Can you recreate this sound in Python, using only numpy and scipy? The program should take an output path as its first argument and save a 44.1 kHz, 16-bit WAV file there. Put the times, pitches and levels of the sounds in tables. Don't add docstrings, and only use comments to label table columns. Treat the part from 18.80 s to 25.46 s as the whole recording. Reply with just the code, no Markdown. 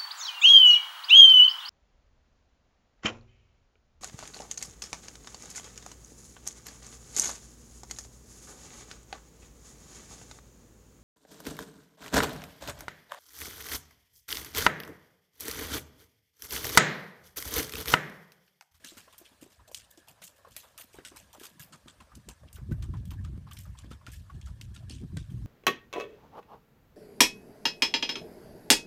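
import sys
import numpy as np
from scipy import signal
from scipy.io import wavfile
from scipy.ndimage import uniform_filter1d

SR = 44100
rng = np.random.default_rng(int(sys.argv[2]) if len(sys.argv) > 2 else 0)


def int16_out(signal):
    q = np.round(np.clip(np.atleast_2d(signal).T, -1, 1) * 32767)
    wavfile.write(sys.argv[1], SR, q.astype(np.int16))


N = 293706


CRUNCH_RISE_S = 0.0047
LITTER_HZ, LITTER_SPREAD = 3070, 0.15
FADE_DB_PER_S = 2

# start in seconds, snap level in dB and crunch level in dB before
# the band gains, crunch length in seconds, middle treble gain in dB, top treble gain in dB before the fade.
CRUNCHES = [(.046, -25.5, -41, 0.061, -4, -15), (0.17, -38, -43.5, 0.031, -6, -11),
            (0.327, -40, -50.5, .016, -8, -13), (.381, -44.5, -54, 0.019, 6.5, 6.5),
            (0.448, -45, -44, .028, -14, -26), (0.609, -68, -52.5, .045, -1.5, -8),
            (0.701, -59, -54.5, 0.041, -5, -13), (.875, -61, -51, 0.015, 0, -9),
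            (.915, -50, -60.5, 0.074, 5.5, 1), (.946, -20.5, -42.5, 0.038, 1, -15),
            (.999, -34, -50.5, 0.038, -15, -27), (1.106, -59, -55, 0.0086, 6.5, 8.5),
            (1.175, -38.5, -54, 0.028, -3.5, -19), (1.272, -56, -55.5, 0.03, -3, -11),
            (1.284, -36, -54.5, 0.028, -4, -4.5), (1.417, -52, -41.5, 0.019, -1.5, -6),
            (1.438, -50, -54, .037, 7, 4), (1.477, -35.5, -60, 0.02, -1, -15),
            (1.561, -60, -56.5, 0.022, -3.5, -2), (1.682, -74, -58.5, 0.0071, -1, 6),
            (1.707, -67, -57, 0.14, 0, -6), (1.765, -23.5, -46, 0.05, -4.5, -2.5),
            (1.828, -55, -57, 0.021, -8, -10), (1.978, -31.5, -44.5, 0.042, -2, -1),
            (2.011, -31.5, -47.5, 0.013, -11, 1), (2.13, -51, -53, 0.041, 0.5, -4),
            (2.173, -60, -51, .019, -20, -22), (2.25, -27.5, -40.5, 0.036, -1, -16),
            (2.362, -36, -44, 0.038, -2, -5), (2.53, -38, -49.5, 0.031, -4.5, -1),
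            (2.598, -37.5, -50.5, 0.034, -0.5, 0), (2.633, -37, -43, 0.035, -2.5, -5),
            (2.653, -34, -49, 0.028, -4, -4), (2.796, -36.5, -44, 0.028, -1.5, 0.5),
            (2.816, -50, -54, 0.029, -3, 7), (2.923, -46, -45.5, 0.027, -1.5, -26),
            (3.073, -67, -54.5, 0.029, 3, -25), (3.082, -27.5, -49.5, 0.024, -13.5, -29),
            (3.201, -58, -48, 0.023, -9, -12), (3.305, -72, -64, .014, -8, -16),
            (3.349, -69, -52.5, 0.016, 5, -1), (3.488, -31, -46.5, 0.022, 3.5, -8),
            (3.672, -82, -53, 0.02, -32, -24), (3.729, -47, -63.5, 0.034, 9.5, 13.5),
            (3.755, -47, -52, 0.023, -13, -2), (3.876, -71, -62, .015, -11, -10),
            (3.917, -73, -53, 0.011, -1, 6), (4.024, -36, -44, 0.019, -6, -12),
            (4.13, -51, -59, 0.032, -21, -22), (4.165, -62, -53, 0.02, -14, -16),
            (4.254, -42.5, -63, 0.047, -2.5, 4), (4.307, -31.5, -45.5, 0.025, -12, -5.5),
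            (4.439, -74, -54, 0.036, -10, -16), (4.449, -38, -66, .023, -5, -17),
            (4.671, -66.5, -49, 0.018, -35, -30), (4.709, -67, -40, .016, -26, -6),
            (4.733, -42, -62, 0.086, 5, 10), (4.769, -29.5, -42, 0.02, -14, -27),
            (4.789, -40, -55, 0.033, 4, 7), (4.971, -65, -49, 0.032, -16, -13),
            (4.988, -36.5, -55, 0.027, 2.5, -16), (5.04, -59, -59, .024, -26, -27),
            (5.106, -44, -49, 0.03, -6, -11), (5.115, -57, -56, .017, -18, -20),
            (5.254, -60, -62, .042, -8, -20), (5.266, -29.5, -45, .046, -12.5, -10),
            (5.318, -48, -56, 0.04, 9, 7), (5.335, -41.5, -52, 0.014, -7, 0),
            (5.394, -56, -56, 0.019, -12, -11), (5.51, -60, -67, 0.021, -22, -20),
            (5.54, -69, -61, 0.038, -6, -18), (5.614, -36, -54.5, 0.031, -8, -23),
            (5.655, -57, -53, 0.038, -0.5, -5), (5.813, -26.5, -46.5, 0.032, -7.5, -11),
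            (5.941, -55, -50, 0.033, -2.5, -7), (5.963, -30, -57, 0.023, -9, -28),
            (6.085, -60, -52, 0.025, -17, -32), (6.097, -27.5, -44.5, 0.069, -4, -22),
            (6.371, -26, -46.5, 0.043, -5, -27), (6.498, -65, -54, 0.027, -13, 1)]


def leaves(tail_db=-17, tail_s=0.065, colour_db=-4.0):
    clumps = gain_of(3 * drift(120))
    rustle = evened(patchy(rng.standard_normal(N), 3.5) * clumps)
    ticks = fractures(per_s=1200, spread_db=6.5, width_hz=330)
    grit = three_bands(evened(rustle + 0.42 * ticks))
    splinter = three_bands(steadied(rng.standard_normal(N), .0005))
    out, t = np.zeros(N), np.arange(SR // 3) / SR
    crack = np.exp(-(t / .0004) ** 2)
    snap = crack + .45 * np.tanh(t / .001) * np.exp(-(t / .0045) ** 2)
    patch_hz = LITTER_HZ * np.exp(LITTER_SPREAD * rng.standard_normal((len(CRUNCHES), 1)))
    for (s, snap_db, crunch_db, length_s, middle_db, top_db), hz in zip(CRUNCHES, patch_hz):
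        press = np.exp(-(t / max(length_s, .004)) ** 1.48)
        press += gain_of(tail_db) * np.exp(-t / tail_s)
        press *= gain_of(crunch_db) * np.tanh(t / CRUNCH_RISE_S)
        at = slice(round(s * SR), round(s * SR) + len(t))
        snapped = band(gain_of(snap_db) * snap * splinter[:, at], 1140, "high")
        low, middle, top = snapped + press * grit[:, at]
        litter = low + gain_of(middle_db) * middle + gain_of(top_db - FADE_DB_PER_S * s) * top
        patch = resonate(low + middle, hz, width_hz=750)
        add(out, s, litter + gain_of(colour_db) * patch)
    return out


def fractures(per_s, spread_db, width_hz):
    breaks = rng.random(N) < per_s / SR
    sizes = gain_of(spread_db * np.minimum(rng.exponential(1, N), 4)) * breaks
    shard, pitches_hz = rng.integers(0, 12, N), np.geomspace(1500, 14000, 12)
    total = np.zeros(N)
    for k, hz in enumerate(pitches_hz):
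        total += evened(resonate(sizes * (shard == k), hz, width_hz)) * np.sqrt(hz)
    return evened(total)


# frequency in Hz, density in dB per Hz.
LITTER_SPECTRUM = [(500, -24), (900, -50), (1300, -8), (1950, -2), (2500, 1), (3200, 3.5), (4100, 1.5),
                   (6000, 4.5), (8900, 7.5), (10500, 4.5), (11600, 8.5), (15500, 7.5)]


def three_bands(x):
    x = coloured(x, LITTER_SPECTRUM)
    under_low, under_top = smooth_low(x, 4500), smooth_low(x, 9000)
    bands = [under_low, under_top - under_low, x - under_top]
    return np.pad(bands, ((0, 0), (0, SR)), "wrap")


# start in seconds, level in dB, ring in Hz,
# scuff against the level in dB, time to the force peak in seconds.
CLOPS = [(0.04, -47.5, 1693, -10, 0.0038), (0.168, -54.5, 1400, -1.5, 0.0056),
         (0.278, -53, 1073, -27, 0.0055), (0.326, -59.5, 1020, -3.5, 0.0036),
         (0.792, -58, 980, -6.5, 0.0054), (1.275, -56, 870, -4.5, 0.0029), (1.417, -52, 1490, -7.5, 0.0051),
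         (1.647, -50, 1095, -8, 0.0051), (1.673, -58, 1080, -6, 0.0043), (1.766, -53.5, 1920, -11, 0.0054),
         (1.831, -59.5, 1010, 1.5, 0.0026), (1.941, -58.5, 970, -29, 0.0033),
         (1.982, -52, 1250, -7, 0.0037), (2.143, -57, 870, 0, 0.0043), (2.185, -48, 1600, -11, 0.0027),
         (2.246, -50.5, 1492, -12, 0.0075), (2.317, -55.5, 1060, -7, 0.0036),
         (2.35, -56.5, 1140, 2, 0.0025), (2.534, -52.5, 990, -2, 0.0024), (2.601, -56, 1660, -3, 0.0039),
         (2.63, -54.5, 1360, 2, 0.0025), (2.793, -51, 1670, -5, 0.0074), (2.925, -50, 1300, -2.5, 0.0043),
         (3.073, -53, 1260, -6, 0.0043), (3.203, -49.5, 1040, -8, 0.0045), (3.316, -52.5, 1215, -9, 0.0053),
         (3.491, -53, 965, -2.5, 0.0035), (3.763, -58, 1504, 1, 0.0048), (3.917, -46.5, 1516, -16, 0.0057),
         (4.025, -53, 1165, -3.5, 0.0039), (4.136, -44.5, 1030, -10, 0.0046),
         (4.311, -55.5, 1000, 1, 0.0047), (4.446, -49.5, 1240, -11, 0.0041), (4.667, -52, 1076, -7, 0.0055),
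         (4.71, -48, 1176, -20, 0.0041), (4.852, -56.5, 1250, -6, 0.0043), (4.949, -54, 1016, -19, 0.0046),
         (4.985, -58, 1124, -15, 0.005), (5.034, -58.5, 1630, -11, 0.0047), (5.111, -49, 1302, -6, 0.0055),
         (5.211, -55.5, 1087, -11, 0.0048), (5.268, -43, 1380, -14.5, 0.0035),
         (5.332, -55, 1716, -13, 0.0057), (5.496, -46, 1124, -15, 0.0056), (5.667, -55, 1316, -4.5, 0.0054),
         (5.956, -57.5, 1400, -9, 0.0067), (6.368, -45.5, 1555, -13, 0.0047)]


def clops():
    return knocks(CLOPS, rough=0.27, scuff_s=0.033, second=1.3, second_db=-10)


# start in seconds, level in dB, ring in Hz,
# scuff against the level in dB, time to the force peak in seconds.
THUMPS = [(0.043, -51.5, 258, -10, 0.0038), (0.119, -44, 331, -20, 0.0034),
          (0.167, -50.5, 254, -13, 0.0045), (0.275, -55, 564, -14, 0.004), (0.412, -48.5, 344, -18, 0.0054),
          (0.515, -57, 248, -10, 0.0033), (0.623, -40.5, 279, -23, 0.0038),
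          (0.661, -50.5, 370, -17, 0.0039), (0.876, -55, 640, -7, 0.004), (0.914, -45.5, 518, -23, 0.0025),
          (1.175, -51, 340, -12, 0.0054), (1.3, -57, 700, -16, 0.0036), (1.418, -51.5, 576, -12, 0.0022),
          (1.586, -56.5, 575, -12, 0.0046), (1.647, -49, 670, -13, 0.0026), (1.672, -47, 520, -21, 0.0024),
          (1.763, -50.5, 616, -16.5, 0.004), (1.843, -56.5, 525, -16, 0.0051),
          (1.996, -53.5, 644, -23, 0.0036), (2.04, -58, 245, -18, 0.0064), (2.143, -48, 406, -18, 0.0029),
          (2.185, -41, 362, -14.5, 0.0036), (2.261, -54, 240, -18, 0.0032), (2.314, -48, 311, -10, 0.0042),
          (2.549, -49.5, 620, -9, 0.0019), (2.581, -49, 275, -16, 0.0033), (2.612, -44, 353, -14, 0.0032),
          (3.059, -42.5, 248, -14.5, 0.0018), (3.373, -45, 221, -28, 0.0038),
          (3.483, -45, 369, -19, 0.0028), (3.633, -51.5, 571, -13, 0.0036),
          (3.782, -51.5, 406, -18, 0.0043), (3.91, -35.5, 251, -12, 0.0042), (4.057, -49, 234, -13, 0.0026),
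          (4.574, -41, 226, -14, 0.0037), (4.864, -55.5, 610, -23, 0.0031),
          (5.043, -39.5, 244, -16, 0.0024), (5.11, -40, 232, -16, 0.0035), (5.282, -43.5, 248, -23, 0.0027),
          (5.812, -48.5, 223, -12, 0.0021), (6.103, -45, 253, -12, 0.0046),
          (6.366, -35.5, 232, -16.5, 0.0047)]


def thumps():
    return knocks(THUMPS, rough=0.3, scuff_s=0.038, second=1.985, second_db=-11)


PEBBLES_PER_S, PEBBLE_DB, PEBBLE_HZ = 9, -66, 798


def pebbles(spread_db=2.5, hz_spread=0.298):
    when_s = rng.random(round(PEBBLES_PER_S * N / SR)) * N / SR
    size, pitch = rng.standard_normal((len(when_s), 2)).T
    rows = []
    for s, a, b in zip(when_s, size, pitch):
        rows.append((s, PEBBLE_DB + spread_db * a, PEBBLE_HZ * np.exp(hz_spread * b), -9, .0035))
    return knocks(rows, rough=0.46, scuff_s=0.029, second=1.8, second_db=-15)


def knocks(events, rough, scuff_s, second, second_db):
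    out, t = np.zeros(N), np.arange(SR // 6) / SR
    chance = rng.standard_normal((len(events), 2, len(t)))
    for (s, db, hz, scuff_db, peak_s), (jitter, dirt) in zip(events, chance):
        u = t / max(peak_s, .001)
        force = gain_of(db) * u ** 2 * np.exp(2 - 2 * u)
        ring = np.sin(2 * np.pi * hz * t)
        ring += gain_of(second_db) * np.sin(2 * np.pi * second * hz * t)
        ring += rough * evened(resonate(jitter, hz, hz / 2))
        once = resonate(dirt, 0.91 * hz, 0.77 * hz)
        scuff = evened(resonate(once, 0.91 * hz, 0.77 * hz))
        scuff_shape = np.tanh(t / 0.0095) * np.exp(-(t / scuff_s) ** 2)
        add(out, s, force * ring + gain_of(db + scuff_db) * scuff * scuff_shape)
    return out


BUFFET_HZ, FLUTTER_DB = 95, -15.5

# time in seconds, level in dB before the random unrest.
WIND = [(0, -75), (1.5, -76), (2.3, -72.5), (3.3, -71), (3.7, -63.5), (3.95, -38.5), (4.4, -44),
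        (4.75, -52), (5.12, -52), (5.2, -59), (5.3, -54), (5.9, -48), (6.2, -55), (6.66, -42.5)]
# peak in seconds, level in dB, buffeting pitch in Hz,
# flutter against the level in dB, half length to 1/e in seconds.
GUSTS = [(0.186, -70, 145, -15, 0.033), (.63, -63, 174, 4, 0.024), (0.813, -57.5, 70, -10, 0.022),
         (.97, -71.5, 75, -8, 0.096), (1.303, -69, 147, 2, 0.02), (1.439, -70, 166, 7, 0.026),
         (1.71, -69, 85, 2.5, 0.054), (2.186, -60, 104, -5, 0.027), (2.41, -70, 70.4, -0.5, 0.11),
         (2.801, -71.5, 139, 9.5, 0.071), (2.949, -61, 167, 5, 0.023), (3.067, -66.5, 97, -0.5, 0.032),
         (3.22, -62.5, 67, -1.5, 0.035), (3.37, -52.5, 98, -5.5, 0.038), (3.495, -50.5, 85, -5.5, 0.03),
         (3.645, -54.5, 107, -1.5, 0.031), (3.764, -50.5, 75, -32.5, .04), (3.834, -45.5, 108, -10, 0.018),
         (3.919, -25.5, 134, -9, 0.022), (4.018, -39.5, 92, -28, 0.028), (4.101, -35.5, 117, -7.5, 0.015),
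         (4.171, -38.5, 85.5, -3.5, 0.035), (4.301, -46, 87.5, -13, .03), (4.42, -40.5, 101, -17, 0.04),
         (4.5, -42, 108, -14, 0.045), (4.564, -44.5, 84.4, -9, .04), (4.672, -49.5, 138, -8.5, 0.046),
         (4.8, -48.5, 78, -11, 0.031), (4.898, -42.5, 79, -37, 0.032), (5.072, -50.5, 88.5, -15, .04),
         (5.143, -50.5, 71.6, -16, 0.02), (5.362, -47, 73, -20, 0.05), (5.568, -44.5, 95, -10, 0.031),
         (5.666, -42.5, 79.6, -31, 0.026), (5.719, -42.5, 70, -35, 0.018), (5.884, -41.5, 71.6, -25, 0.027),
         (6.05, -51, 96, -11, .05), (6.145, -45, 84, -8, 0.051), (6.234, -42, 108, 0, 0.033),
         (6.346, -38.5, 83, -6.5, 0.031), (6.419, -40.5, 90, -15, 0.02), (6.536, -39, 138, -6.5, 0.039),
         (6.635, -44, 117, -7, 0.057)]
# frequency in Hz, density in dB per Hz.
BUFFET_SPECTRUM = [(15, -47.5), (30, -12.5), (50, 9), (100, -0.5), (200, -9.5), (300, -29.5), (500, -48)]
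# frequency in Hz, density in dB per Hz.
FLUTTER_SPECTRUM = [(90, -41), (150, -4.5), (200, -3.5), (280, -13), (340, -15), (450, -30.5), (700, -51),
                    (900, -76.5)]


def wind(lumps_db=5.0, unrest_db=-1.0):
    t = np.arange(N) / SR
    level = gain_of(curve(WIND)[0] + unrest_db * drift(3.8))
    pitch_sum, flutter = level * BUFFET_HZ, level * gain_of(FLUTTER_DB)
    for s, db, hz, flutter_db, half_s in GUSTS:
        swell = gain_of(db) * np.exp(-((t - s) / max(half_s, .01)) ** 2)
        level = level + swell
        pitch_sum = pitch_sum + swell * hz
        flutter = flutter + swell * gain_of(flutter_db)
    pitch_hz = pitch_sum / level
    eddies = resonate(rng.standard_normal(N), pitch_hz, width_hz=76)
    eddies = resonate(eddies, pitch_hz, width_hz=109)
    low = steadied(coloured(eddies, BUFFET_SPECTRUM), 0.0566)
    lumps = rng.standard_normal(N) * gain_of(lumps_db * drift(29))
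    high = evened(coloured(lumps, FLUTTER_SPECTRUM))
    return level * low + flutter * high


# start in seconds, level in dB, pitch in Hz,
# rush after it against the level in dB, time to the force peak in seconds.
SLAPS = [(2.799, -47.5, 143, -14, 0.0067), (2.936, -47.5, 174, -24, 0.0075), (3.368, -46, 162, -18, .006),
         (3.485, -55, 103, -22, 0.0038), (3.765, -46, 127, -22, .007), (3.814, -37.5, 134, -17, 0.0063),
         (3.908, -31, 140, -28, .0065), (4.27, -39, 164, -26, 0.007), (4.397, -34, 102.5, -18, 0.011),
         (5.041, -50, 103, -18, 0.0035), (5.104, -38.5, 113, -23, .008), (5.28, -44.5, 122, -22, .007),
         (5.407, -39, 100, -18, 0.0046), (5.546, -30.5, 110, -24, 0.0055), (5.707, -45, 126, -19, 0.0068),
         (5.97, -39.5, 112, -11, 0.0054), (6.037, -35, 102, -28, 0.0063), (6.212, -42.5, 224, -9, 0.011),
         (6.296, -39, 121, -31, 0.0072), (6.366, -26, 146, -30, .006), (6.515, -35.5, 163, -26, .008),
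         (6.562, -38, 128, -24, 0.0076)]


def slaps():
    return knocks(SLAPS, rough=0.041, scuff_s=0.024, second=1.886, second_db=-16)


# frequency in Hz, density in dB per Hz.
WOODS_SPECTRUM = [(59, -14), (100, -8), (231, -2), (352, -6.5), (594, 2), (831, -5), (983, -0.5),
                  (1590, -5), (1840, -6), (3610, -6.5), (7670, -11), (8520, -9.5), (13500, -17.5),
                  (15000, -15)]
# time in seconds, hiss level in dB, low murmur level in dB.
WOODS_LEVEL = [(0, -67, -70), (.1, -63, -69), (.8, -73, -71), (1.5, -72, -71), (2.4, -68.5, -68.5),
               (2.9, -71, -69.5), (3.4, -72, -70.5), (4.2, -73.5, -73), (5.1, -72.5, -72), (6, -72.5, -75),
               (6.66, -70, -73)]


def woods():
    hiss_db, murmur_db = curve(WOODS_LEVEL)
    air = coloured(patchy(rng.standard_normal(N), 2.5), WOODS_SPECTRUM)
    murmur = smooth_low(air, 1900)
    whine_spectrum = [(1250, -50), (1580, -5), (1700, 0), (1820, -5), (2150, -50)]  # Hz, dB per Hz
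    whine = coloured(rng.standard_normal(N), whine_spectrum)
    flicker_db, waver_db = 4 * drift(12), 2 * drift(20)
    out = gain_of(hiss_db + 0.57 * drift(20.0)) * evened(air - murmur)
    out += gain_of(murmur_db + waver_db) * evened(murmur)
    return out + gain_of(-79.5 + flicker_db) * whine


def gain_of(db):
    return 10 ** (np.asarray(db) / 20)


def evened(x):
    return x / np.sqrt(np.mean(x ** 2) + 1e-20)


def steadied(x, s):
    power = uniform_filter1d(x ** 2, round(s * SR))
    return evened(x / np.sqrt(power + 0.39 * np.mean(x ** 2)))


def coloured(x, points):
    f, db = np.transpose(points)
    hz = abs(np.fft.fftfreq(8192, 1 / SR))
    shape_db = np.interp(np.log(hz + 1), np.log(f + 1), db)
    log_gain = np.log(gain_of(np.maximum(shape_db, -100)))
    taps = np.fft.ifft(np.exp(np.conj(signal.hilbert(log_gain)))).real[:4096]
    return signal.oaconvolve(x, taps / np.linalg.norm(taps))[:N]


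def resonate(x, hz, width_hz):
    turn = np.exp(2j * np.pi * np.cumsum(hz * np.ones(len(x))) / SR)
    r = np.exp(-np.pi * width_hz / SR)
    return 2 * (turn * signal.lfilter([1 - r], [1, -r], x / turn)).real


def patchy(x, depth_db):
    z = signal.stft(x, nperseg=512, noverlap=384)[2]
    patches = uniform_filter1d(rng.standard_normal(z.shape), size=5, axis=0)
    patches = uniform_filter1d(patches, size=8, axis=1)
    z = z * gain_of(depth_db * evened(patches))
    return evened(signal.istft(z, nperseg=512, noverlap=384)[1][:N])


def band(x, hz, kind):
    return signal.sosfilt(signal.butter(2, hz, kind, fs=SR, output="sos"), x)


def smooth_low(x, hz):
    return signal.sosfiltfilt(signal.butter(3, hz, fs=SR, output="sos"), x)


def drift(hz):
    return evened(band(rng.standard_normal(N), hz, "low"))


def curve(rows):
    s, *columns = np.transpose(rows)
    return [np.interp(np.arange(N) / SR, s, c) for c in columns]


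def add(mix, s, sound):
    part = mix[round(s * SR):][:len(sound)]
    part += sound[:len(part)]


def scene():
    steps = leaves() + clops() + pebbles()
    return (steps + thumps() + wind() + slaps() + woods())[None]


EDGE_HZ = 15150


def record(dry):
    low_pass = signal.firwin(301, EDGE_HZ, window=("kaiser", 9), fs=SR)
    return signal.oaconvolve(dry, low_pass[None], "same")


dry = scene()
out = record(dry)
int16_out(out)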